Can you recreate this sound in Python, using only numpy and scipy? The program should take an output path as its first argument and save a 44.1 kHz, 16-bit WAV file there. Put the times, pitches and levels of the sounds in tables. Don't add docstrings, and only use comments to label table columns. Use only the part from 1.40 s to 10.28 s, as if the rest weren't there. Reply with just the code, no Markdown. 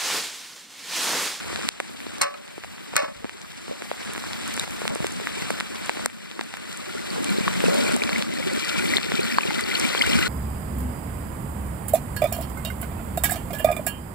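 import sys
import numpy as np
from scipy import signal
from scipy.fft import rfft, irfft, next_fast_len
from scipy.io import wavfile
from scipy.ndimage import uniform_filter1d

SR = 44100
rng = np.random.default_rng(int(sys.argv[2]) if len(sys.argv) > 2 else 0)


def volts_from_decibels(level):
    exponent = np.asarray(level, float) / 20
    return 10 ** exponent


def digitize_waveform(pressure):
    field = np.atleast_2d(pressure).T
    bounded = np.clip(field, -1, 1)
    quanta = np.round(bounded * 32767).astype(np.int16)
    wavfile.write(sys.argv[1], SR, quanta)


N = 391608
LENGTH = next_fast_len(N)
HZ = np.maximum(np.fft.rfftfreq(LENGTH, 1 / SR), 1)
PORT_LAG = 14.04

# start_s, level_db, brightness_hz,
# rattle_t60_s
TOUCHES = [(0.781, -24, 1000, 0.023), (0.814, -9.5, 7440, 0.093), (.83, -19.5, 3100, 0.26),
           (.828, -20, 3000, 0.03), (.853, -26, 1800, 0.033), (.868, -27, 1300, 0.04),
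           (.94, -25, 2500, 0.039), (1.532, -24, 1500, 0.025), (1.556, -15, 4500, 0.03),
           (1.564, -8.5, 5800, 0.063), (1.5646, -4, 10300, 0.018), (.813, -7, 6000, 0.012),
           (1.576, -16.5, 3400, 0.3), (1.598, -19, 2000, 0.03), (1.62, -20, 1500, 0.044),
           (1.632, -20, 1410, 0.11), (1.681, -31, 1500, 0.057), (2.294, -26, 596, 0.03),
           (3.5, -23, 650, 0.18), (6.279, -20, 636, 1)]


def rms_one(x):
    return x / np.sqrt(np.mean(x ** 2) + 1e-20)


def butter2(x, hz, kind="low"):
    return signal.sosfilt(signal.butter(2, hz, kind, fs=SR, output="sos"), x)


def at_hz(points):
    hz, db = np.transpose(points)
    return volts_from_decibels(np.interp(np.log(HZ), np.log(hz), db))


def drift(rate_hz):
    r = np.exp(-80 * np.pi * rate_hz / SR)
    slow = signal.lfilter([1], [1, -2 * r, r * r], rng.standard_normal(N // 40 + 2002))[2000:]
    return np.interp(np.arange(N) / 40, np.arange(len(slow)), rms_one(slow))


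def grains(per_s, spread_db):
    sizes = volts_from_decibels(spread_db * np.minimum(rng.exponential(1, N), 3))
    signs = rng.choice([-1, 1], N)
    return rms_one(sizes * signs * (rng.random(N) < per_s / SR))


def resonances(x, modes):
    out = np.zeros(N)
    for k, (hz, width, db) in enumerate(modes):
        r = np.exp(-np.pi * width / SR)
        feedback = [1, -2 * r * np.cos(2 * np.pi * hz / SR), r * r]
        ring = signal.lfilter([(1 - r * r) / 2, 0, (r * r - 1) / 2], feedback, x)
        out += (-1) ** k * volts_from_decibels(db) * ring
    return out


def ports(x, lag, pan_db=0):
    turn = np.exp(-1j * np.pi * HZ * lag / SR)
    spectrum = rfft(x, LENGTH)
    both = irfft([spectrum * turn, spectrum / turn], LENGTH)[:, :N]
    return both * volts_from_decibels(np.array([[pan_db / 2], [-pan_db / 2]]))


def drip_rows():
    # start_s, level_db, pitch_hz, left_lag_samples
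    on_leaves = [(.045, -27, 420, 15), (0.101, -22, 430, 15), (0.191, -19, 513, 15), (0.406, -18, 600, 14),
                 (5.762, -18, 900, 15), (.129, -16, 322, 17), (0.496, -25, 343, 12), (.667, -19, 336, 15),
                 (1.18, -19, 350, 15), (1.246, -20, 650, 12), (1.556, -19.5, 139, 14),
                 (1.632, -22.5, 282, 8.3), (1.682, -26, 200, 13), (1.845, -13.5, 247, 13),
                 (1.854, -19, 450, 9), (2.281, -19.5, 347, 11), (2.455, -25, 710, 15),
                 (2.515, -8.5, 545, 16), (2.84, -14.5, 1180, 18), (3.237, -24, 475, 16),
                 (3.278, -19, 650, 15), (3.418, -13, 443, 16), (3.454, -12, 475, 16),
                 (3.558, -11.5, 430, 13), (3.645, -8.5, 390, 22), (3.8, -16, 453, 13),
                 (3.872, -3.5, 1800, 14), (4.993, -13, 332, 12), (6.08, -1, 1640, 15),
                 (6.493, -12.5, 477, 14), (6.565, -11.5, 750, 15), (7.985, 1, 1060, 8.3)]
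    # start_s, crack_db, thump_db, thump_hz
    on_tank = [(.215, -25, -38, 580), (0.233, -24, -30, 1570), (.251, -33, -29, 240), (.402, -14, -14, 417),
               (1.238, -24, -33, 730), (1.538, -30, -18.5, 474), (2.422, -22.5, -21, 354),
               (2.761, -23, -25, 324), (2.779, -22.5, -19, 274), (3.177, -17.5, -19, 305),
               (4.105, -17.5, -8.5, 493), (4.2079, -14, -22, 1760), (4.495, -10, -6.5, 900),
               (4.572, -26, -17.5, 264), (4.66, -11, -13.5, 494), (5.012, -18, -17, 855),
               (5.14, -22.5, -24, 600), (6.693, -14, -19.5, 433), (7.5836, -15.5, -16.5, 210),
               (7.72, -17.5, -11.5, 394), (8.55, -17, -11, 430)]
    # start_s, level_db, pitch_hz,
    # left_lag_samples
    on_rails = [(.16, -13, 3170, 15), (.289, -3.5, 3470, 14), (.604, -24, 2360, 15), (.784, -21, 5600, 6.5),
                (1.079, -28.5, 2860, 2.5), (1.382, -32, 1800, 15), (1.895, -21, 2290, 13.5),
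                (2.017, -22.5, 4800, -2), (2.751, -23, 1840, 15), (2.933, -14, 3500, 18),
                (2.676, -26, 2300, 13), (2.911, -27.5, 1510, 15), (2.991, -30, 1710, 15),
                (3.035, -24, 4400, 15), (3.08, -30.5, 1300, 15), (4.595, -27, 1000, 15),
                (4.478, -35, 1500, 15), (3.197, -4, 7840, -14), (3.479, -8.5, 2800, 14),
                (3.668, -15, 3160, 14), (4.7, -29.5, 1810, 7), (4.914, -22, 3150, 15),
                (5.171, -24.5, 2000, -14), (5.328, -20, 3640, -13.5), (5.846, -19, 2720, -6),
                (6.205, -15, 2200, -10), (6.637, -8.5, 3400, 16), (6.8246, -9.5, 2980, 14.5),
                (7.197, -13, 4500, 15), (8.107, -17, 1900, 15), (8.21, -10, 8100, -8.5),
                (1.566, 8, 8100, 15), (4.6603, -10, 4200, 13), (4.994, -22, 1480, 15),
                (5.011, -15.5, 4200, 17), (0.813, -22, 1300, 15), (4.202, -11.5, 3480, 18),
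                (4.66, 1, 8300, 14.5)]
    # start_s, level_db, pitch_hz, left_lag_samples
    in_water = [(2.295, -24, 238, 8.5), (2.312, -15.5, 490, 4), (2.323, -21, 560, 3), (3.504, -16, 150, 2),
                (3.604, -12.5, 161, -20), (4.305, -26, 240, -5), (5.551, -17, 420, 4),
                (5.782, -17.5, 455, -9), (5.985, -9, 420, -2.5), (6.008, -12.5, 219, 7),
                (6.24, -5, 474, -10.5), (6.283, -4, 447, 3.5), (7.176, -13, 386, -5.5),
                (7.74, -11, 243, -5), (7.793, -9, 417, -4.5), (5.868, -23, 411, 4), (6.085, -19, 380, 5.5),
                (6.549, -13.5, 370, 7), (6.62, -15, 417, 4.5), (6.761, -17, 390, 2), (6.892, -23, 370, 6),
                (6.939, -22, 344, -1), (6.985, -18, 550, 5), (7.071, -18, 370, 8), (7.131, -21, 400, 2),
                (7.441, -16, 400, -1), (7.56, -13, 390, 5), (7.665, -19, 370, 4), (8.054, -17, 393, 5.5),
                (8.29, -16, 397, 4), (8.39, -17, 400, 6), (8.675, -14, 410, 6.5), (8.79, -9, 334, 4.5)]
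    soft_crack_hz = 2200
    rows = [(s, db - 18, soft_crack_hz, db, hz, lag) for s, db, hz, lag in on_leaves]
    rows += [(s, crack_db, 1980, thump_db, hz, PORT_LAG) for s, crack_db, thump_db, hz in on_tank]
    rows += [(s, db, hz, db - 52, 315, lag) for s, db, hz, lag in on_rails]
    rows += [(s, db - 23, soft_crack_hz, db, hz, lag) for s, db, hz, lag in in_water]
    return rows


def drips():
    crack_cycles, thump_cycles, sag_cycles = 1.52, 2.63, 0.355
    out, t, rows = np.zeros((2, N + 2000)), np.arange(2000) / SR, drip_rows()
    spray = butter2(rng.standard_normal((len(rows), 2000)), [6000, 11000], "band")
    for (s, crack_db, crack_hz, thump_db, thump_hz, lag), noise in zip(rows, spray):
        at = int(s * SR) - 24
        lag = np.clip(lag, -PORT_LAG - 1, PORT_LAG + 1)
        solid = lag > 8.5 or thump_hz < 200
        crack_t60 = 2 * crack_cycles / crack_hz
        thump_t60 = 2 * thump_cycles * (1 if solid else 2) / thump_hz
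        for port, late in enumerate((lag / 2, -lag / 2)):
            age = np.maximum(t - (12 + late) / SR, 0)
            contact = 1 - np.exp(-age / .00009)
            crack = volts_from_decibels(crack_db + 14.0 - 60 * age / crack_t60) * np.sin(2 * np.pi * crack_hz * age)
            burst = np.exp(-age / 0.00026) * (age > .0002)
            snap = volts_from_decibels(crack_db - 0.5) * burst * np.interp(age * SR, np.arange(2000), noise)
            sag = sag_cycles * (1 - np.exp(-age / 0.00014)) * (thump_hz < 700) * solid
            thump = volts_from_decibels(thump_db + 0.5 - 60 * age / thump_t60) * np.sin(2 * np.pi * (thump_hz * age + sag))
            swell = 1 - np.exp(-age / 0.00017)
            out[port, at:at + 2000] += contact * (snap - crack) - swell * thump
    return out[:, :N]


def rattle():
    out, t = np.full(N, 1e-18), np.arange(SR // 4) / SR
    noises = rng.standard_normal((len(TOUCHES), len(t)))
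    for (s, db, bright_hz, t60), noise in zip(TOUCHES, noises):
        soft = butter2(noise * volts_from_decibels(-60 * t / t60), bright_hz)
        out[int(s * SR):][:len(t)] += volts_from_decibels(db) * soft / np.sqrt(bright_hz / 5000)
    return out * volts_from_decibels(2.4 * drift(130))


def strikes():
    out = np.full(N, 1e-18)
    for s, db, bright_hz, t60 in TOUCHES:
        if t60 < .1:
            blow = butter2(np.arange(400) == 0, bright_hz)
            out[int(s * SR):][:400] += volts_from_decibels(db) * np.sqrt(t60 * SR) * blow
    return out


def ladder():
    # pitch_hz, level_db, t60_s
    rail_rings = [(745, -7, 0.16), (900, -11, 0.071), (1060, 1, 0.29), (1147, 2.5, 0.39), (1750, -6, 0.3),
                  (1281, -1.5, 0.08), (1520, -8, 0.066), (1680, -7, 0.22), (1930, -8, .1),
                  (2200, -0.5, 0.13), (2470, -1, 0.11), (2720, -8, 0.1), (4200, -5, 0.051),
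                  (4500, -11, 0.11)]
    # pitch_hz, level_db, t60_s
    frame_rings = [(266, -16, 0.19), (450, -12, 0.13), (560, 5, 0.24), (575, 4, 0.78), (618, 5, 0.3)]
    rail_modes = [(hz, 2.75 / t60, db) for hz, db, t60 in rail_rings]
    frame_modes = [(hz, 2.75 / t60, db) for hz, db, t60 in frame_rings]
    rails = sum(ports(volts_from_decibels(3.5) * resonances(rattle(), rail_modes), lag) for lag in (PORT_LAG, -PORT_LAG))
    struck = ports(volts_from_decibels(1.5) * resonances(strikes(), rail_modes), PORT_LAG)
    frame = volts_from_decibels(13.5) * resonances(rattle(), frame_modes) + volts_from_decibels(-19.0) * resonances(strikes(), frame_modes)
    chatter = volts_from_decibels(-3.0) * butter2(rattle(), 500, "high")
    return rails + struck + ports(frame, -2.4) + ports(chatter, -13.2)


def churn(modes, per_s, noise_share, surge_db, own_db, own_rate):
    surge = surge_db * drift(7.6)
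    bubbles = grains(per_s, 5.0) + noise_share * rng.standard_normal(N)
    out = np.zeros(N)
    for k, mode in enumerate(modes):
        drive = 0.53 * bubbles + np.roll(bubbles, 4099 * k)
        out += (-1) ** k * resonances(drive * volts_from_decibels(surge + own_db * drift(own_rate)), [mode])
    return rms_one(out)


def glugs(per_s, low_hz, high_hz, cycles):
    clicks, dealt = grains(per_s, 3.6), rng.integers(0, 8, N)
    out = np.zeros(N)
    for k, hz in enumerate(np.geomspace(low_hz, high_hz, 8)):
        note = [(hz, hz / cycles, 0)]
        out += resonances(resonances(clicks * (dealt == k), note), note)
    return rms_one(out)


def small_drips(per_s, cycles, low_hz=1200):
    clicks, dealt = grains(per_s, 4.0), rng.integers(0, 12, N)
    out = np.zeros(N)
    for k, hz in enumerate(np.geomspace(low_hz, 5000, 12)):
        out += resonances(clicks * (dealt == k), [(hz, hz / cycles, 0)]) / np.sqrt(hz)
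    return rms_one(out)


def pour():
    # pitch_hz, width_hz, level_db
    tank_air = [(178, 51, -4), (232, 37, 0), (304, 62, -5.5), (370, 35, -8.5), (450, 67, -13.5),
                (600, 59, -10.5)]
    # pitch_hz, width_hz, level_db
    pipe_air = [(1000, 61, -30), (1430, 62, 5.5), (2030, 213, 4.5), (2350, 71, 10), (3150, 1000, 1),
                (4200, 91, 2), (4470, 110, -2.5), (8300, 3700, -13), (11200, 36000, -21.5)]
    # time_s, splash_level_db
    nearness = [(0, -46), (1, -40.5), (2, -43.5), (3.5, -43.5), (4.7, -40), (5.6, -41), (5.92, -39.5),
                (6.25, -41), (6.4, -37.5), (6.75, -40.5), (6.9, -35), (7.45, -33), (7.66, -33.5),
                (7.9, -33.5), (8.24, -36), (8.33, -32.5), (8.5, -34), (8.88, -34.5)]
    t = np.arange(N) / SR
    splash_db = np.interp(t, *np.transpose(nearness))
    rim_db = 4.5 * np.exp(-((t - 6.33) / 0.75) ** 2)
    gurgle_db = -33 + 0.55 * (splash_db - splash_db.mean()) + rim_db
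    gurgle = churn(tank_air, 150, .9, .9, 2.8, 10)
    pockets = .22 * glugs(18, 220, 520, 6)
    splash = churn(pipe_air, 600, .4, 1.2, 3.4, 30) + .5 * small_drips(350, 14)
    return (ports(gurgle * volts_from_decibels(gurgle_db), -1.8)
            + ports(pockets * volts_from_decibels(gurgle_db), -10.0)
            + ports(splash * volts_from_decibels(splash_db), -PORT_LAG, pan_db=5.0))


def plops():
    # start_s, level_db, pitch_hz
    booms = [(5.479, -33, 367), (5.907, -14.5, 196), (6.167, -23, 183), (6.285, -16.5, 176),
             (6.545, -16, 236), (6.661, -24, 232), (6.765, -33, 233), (6.991, -27, 254), (7.071, -22, 374),
             (7.348, -47, 570), (7.454, -25, 243), (7.5, -25, 348), (8.308, -30.5, 372), (8.452, -19, 250),
             (8.736, -18, 234), (8.762, -16, 232)]
    # start_s, level_db, pitch_hz
    plinks = [(8.64, -18, 1470), (6.079, -18.5, 1106), (6.262, -18.5, 2600), (6.761, -17.5, 2170),
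              (7.395, -17.5, 2380), (7.538, -13.5, 2030), (7.555, -24, 4800), (8.613, -9.5, 2110),
              (8.556, -22, 4570), (6.756, -23.5, 2040), (6.731, -21, 2280), (6.462, -27, 2200),
              (6.621, -17, 2350), (6.677, -19.5, 2300), (7.935, -25, 5100), (7.985, -20.5, 4400),
              (7.986, -18.5, 1580), (8.034, -19.5, 2450), (8.077, -18, 2780), (8.109, -24.5, 840),
              (8.239, -21, 4540), (8.353, -18, 4300), (8.356, -16, 2940), (8.4, -20.5, 5230),
              (8.55, -26, 1060), (8.578, -14, 3250), (8.667, -16, 2780), (8.733, -16, 2940),
              (8.827, -16, 2730), (8.424, -19, 2810), (8.594, -21, 4560), (7.361, -28.5, 1000),
              (8.01, -24, 2700), (8.193, -22, 2000), (8.62, -16.5, 4730), (8.622, -11, 3020)]
    # start_s, level_db, pitch_hz
    pipe_notes = [(5.3926, -32, 1220), (5.4929, -28, 1390), (5.5707, -28, 1430), (5.8661, -26, 2350),
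                  (5.8914, -31, 2330), (5.9354, -31, 1860), (5.9764, -38, 1540), (6.1255, -33, 1630),
                  (6.3764, -30, 2160), (6.4772, -19, 2330), (6.5176, -30, 1430), (6.9686, -26.5, 1880),
                  (7.0254, -21, 2200), (7.0963, -22.5, 2000), (7.2464, -32, 1430), (7.2799, -37, 1430),
                  (7.295, -25, 1410), (7.312, -27, 1410), (7.39, -21.5, 1430), (7.745, -29, 1420),
                  (7.812, -25, 1430), (7.24, -26, 1930), (6.9232, -27, 2030), (8.33, -23, 1410),
                  (8.49, -35, 2030), (8.53, -31, 2080), (7.3672, -25, 2300), (7.3851, -20, 2380),
                  (7.4545, -18.5, 2310), (7.4999, -18, 2300), (7.7912, -21, 2450), (7.8481, -26, 1410),
                  (7.8979, -21, 1860), (7.9418, -24, 2390), (8.0985, -22, 2080), (8.1713, -34, 1450),
                  (8.2911, -29, 1980), (8.312, -17.5, 2063), (8.4277, -18, 2100), (8.7101, -23, 2030),
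                  (8.756, -27, 2040), (8.7859, -20.5, 1460), (8.8318, -23, 1360), (8.8593, -18, 1440)]
    # start_s, level_db, pitch_hz
    spatters = [(3.1956, -13.5, 3790), (5.7034, -27, 4480), (5.8915, -24, 4100), (5.9768, -24, 4100),
                (6.3325, -24, 3990), (6.4088, -23, 4890), (6.6967, -24, 4170), (7.1297, -32, 4350),
                (7.1797, -34, 3990), (7.2467, -24.5, 4600), (7.568, -10.5, 3660), (7.6296, -20, 4300),
                (7.8314, -23.5, 4383), (7.9154, -36, 4500), (8.074, -25, 3700), (8.3095, -24, 4330),
                (8.4916, -31, 4750), (8.663, -24, 4580), (8.7575, -25, 4270), (8.8248, -26, 3930)]
    rise = .018
    big, middling, small = np.zeros((3, N))
    rows = [(s, db, hz, 1) for s, db, hz in booms + plinks]
    rows += [(s + 0.00297, db - 3, hz, 1.54) for s, db, hz in pipe_notes]
    rows += [(s + 0.00134, db + 2.5, hz, 0.63) for s, db, hz in spatters]
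    for s, db, hz, stretch in rows:
        cycles = 5.32 if hz < 700 else 4.74 * (hz / 1000) ** 0.41
        span = stretch * cycles / hz
        age = np.arange(int(6 * span * SR)) / SR / span
        shape = age * np.exp(1 - age * 2) * 2
        wave = volts_from_decibels(db) * shape * np.sin(2 * np.pi * hz * span * age * (1 + rise * (age - 1) / 2))
        layer = big if hz < 300 else middling if hz < 700 else small
        tail = layer[int((s - span / 2) * SR):]
        tail[:len(wave)] += wave[:len(tail)]
    small *= 1 + .45 * drift(710)
    return ports(big, -1.8) + ports(middling, -12) + ports(small, -PORT_LAG, pan_db=3)


def bursts():
    # start_s, level_db
    puff_times = [(0.287, -13), (0.4015, -23), (0.816, -5.5), (1.5638, -26), (2.734, -20), (2.7776, -27),
                  (3.077, -19), (3.1388, -17), (3.1647, -18), (3.197, -19), (3.307, -20), (3.395, -27),
                  (3.4635, -29), (3.4773, -17), (3.55, -19), (3.668, -17.5), (3.706, -30), (3.7211, -20.5),
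                  (4.1055, -18), (4.2009, -25), (4.459, -22), (4.6578, -27), (5.0355, -28), (5.1682, -28),
                  (5.328, -22.5), (5.3722, -22.5), (5.843, -15), (5.9027, -18), (6.2602, -29), (6.344, -17),
                  (6.3834, -24), (6.5211, -17.5), (6.5631, -15), (6.6967, -30), (6.7815, -20), (6.937, -25),
                  (7.1327, -22), (7.1965, -27), (7.2474, -20), (7.2814, -20), (7.389, -19), (7.4629, -24),
                  (7.561, -19), (7.7912, -33), (7.806, -19), (8.208, -16), (8.308, -29), (8.3964, -11),
                  (8.4437, -22), (8.4627, -20), (8.6158, -15), (8.6637, -16), (8.739, -31), (8.7555, -30),
                  (8.8353, -29)]
    starts = np.zeros(N)
    s, db = np.transpose(puff_times)
    starts[(s * SR).astype(int) + 30] = volts_from_decibels(db + 0.5)
    fade_s = 0.0014
    puffs = signal.lfilter([1], [1, -np.exp(-1 / (fade_s * SR))], starts) * rng.standard_normal((2, N))
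    return butter2(puffs, [6500, 10700], "band")


def fine_ticks():
    ends = (ports(butter2(grains(5.0, 3.0), 6000, "high"), lag) for lag in (PORT_LAG, -PORT_LAG))
    return volts_from_decibels(-63) * sum(ends)


def patter(patchy_db, grain_share):
    # pitch_hz, level_db per Hz
    rain_colour = [(25, -39), (60, 8), (300, -3.5), (550, -3), (800, -2), (1600, -1), (3200, -3.5),
                   (4600, -6.5), (6300, -11.5), (8000, -10.5), (10000, -11.5), (13000, -43), (15800, -31.5)]
    drops = rng.standard_normal(N) + grain_share * grains(900, 5.5)
    spectrum = rfft(drops, LENGTH) * at_hz(rain_colour)
    octave, together = np.clip(np.log2(HZ / 40), 1, 9), drift(27.0)
    out = np.zeros(N)
    for k in range(1, 10):
        band = irfft(spectrum * np.maximum(1 - abs(octave - k), 0), LENGTH)[:N]
        patchy = patchy_db * (0.81 * together + drift(47))
        lumps = 6 / k * drift(4.2)
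        out += band * volts_from_decibels(patchy + lumps)
    return rms_one(out)


def rain():
    ends = ports(patter(1.8, .7), PORT_LAG) + volts_from_decibels(-.4) * ports(patter(1.8, .5), -PORT_LAG)
    around = sum(ports(patter(4.4, 0.76), lag) for lag in (-6.0, 5.0))
    taps = ports(small_drips(80, 3.9, low_hz=310), PORT_LAG)
    return volts_from_decibels(-34.5) * (volts_from_decibels(-4.0) * ends + volts_from_decibels(-11.0) * around + volts_from_decibels(-14.5) * taps)


def port_hiss():
    spray = butter2(rng.standard_normal((2, N)), [10500, 15000], "band")
    return volts_from_decibels(-53.0 + 2.7 * drift(14.0)) * rms_one(spray)


def port_wind():
    # time_s, level_db
    gusts = [(0.0, -77), (0.05, -65), (0.71, -82), (1.88, -66), (2.15, -89), (2.45, -72), (4.67, -64),
             (4.72, -80), (5.79, -75), (5.89, -57), (7.07, -72), (7.119, -55), (7.22, -90), (7.3, -58),
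             (8.58, -70), (8.71, -66), (8.78, -89), (8.88, -53)]
    low = butter2(rng.standard_normal((2, N)), 90)
    gust_db = np.interp(np.arange(N) / SR, *np.transpose(gusts)) + 6.0
    return volts_from_decibels(gust_db) * rms_one(low * volts_from_decibels(4.9 * drift(8.6)))


def gain_control():
    # start_s, gain_just_after_db
    ducks = [(0, -0.5), (0.289, -9), (.82, -13.5), (1.575, -13), (2.516, -4), (3.248, -2), (3.48, -2),
             (3.67, -2), (3.872, -0.5), (4.104, -0.5), (4.21, -4), (4.496, -2), (4.661, -11), (6.565, 1),
             (6.823, -3.5), (7.579, -2), (7.986, -0.5), (8.22, 0.5)]
    release_db_s, full_gain_db = 10, 5.5
    s, after_db = np.transpose(ducks)
    t = np.arange(N) / SR
    last = np.maximum(np.searchsorted(s, t, side="right") - 1, 0)
    gain_db = np.minimum(after_db[last] + release_db_s * (t - s[last]), full_gain_db)
    return volts_from_decibels(uniform_filter1d(gain_db, size=88))


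def scene():
    steady = rain() + pour() + port_hiss() + fine_ticks()
    hits = drips() + ladder() + plops() + bursts()
    return gain_control() * steady + port_wind() + hits


def low_pass(x):
    return signal.sosfilt(signal.butter(12, 16460, fs=SR, output="sos"), x)


def record(dry):
    # pitch_hz, level_over_left_db
    right_port = [(700, -0.5), (1300, 1), (2300, -1), (5500, -1.5), (8500, 4.5), (9800, 0), (11300, -6),
                  (14000, -9)]
    right = -irfft(rfft(dry[1], LENGTH) * at_hz(right_port), LENGTH)[:N]
    x = signal.sosfilt(signal.butter(1, 60, "high", fs=SR, output="sos"), [dry[0], right])
    mix = signal.sosfilt(signal.cheby2(10, 50, 16400, fs=SR, output="sos"), np.clip(x, -1, 1))
    return low_pass(mix)


dry = scene()
out = record(dry)
digitize_waveform(out)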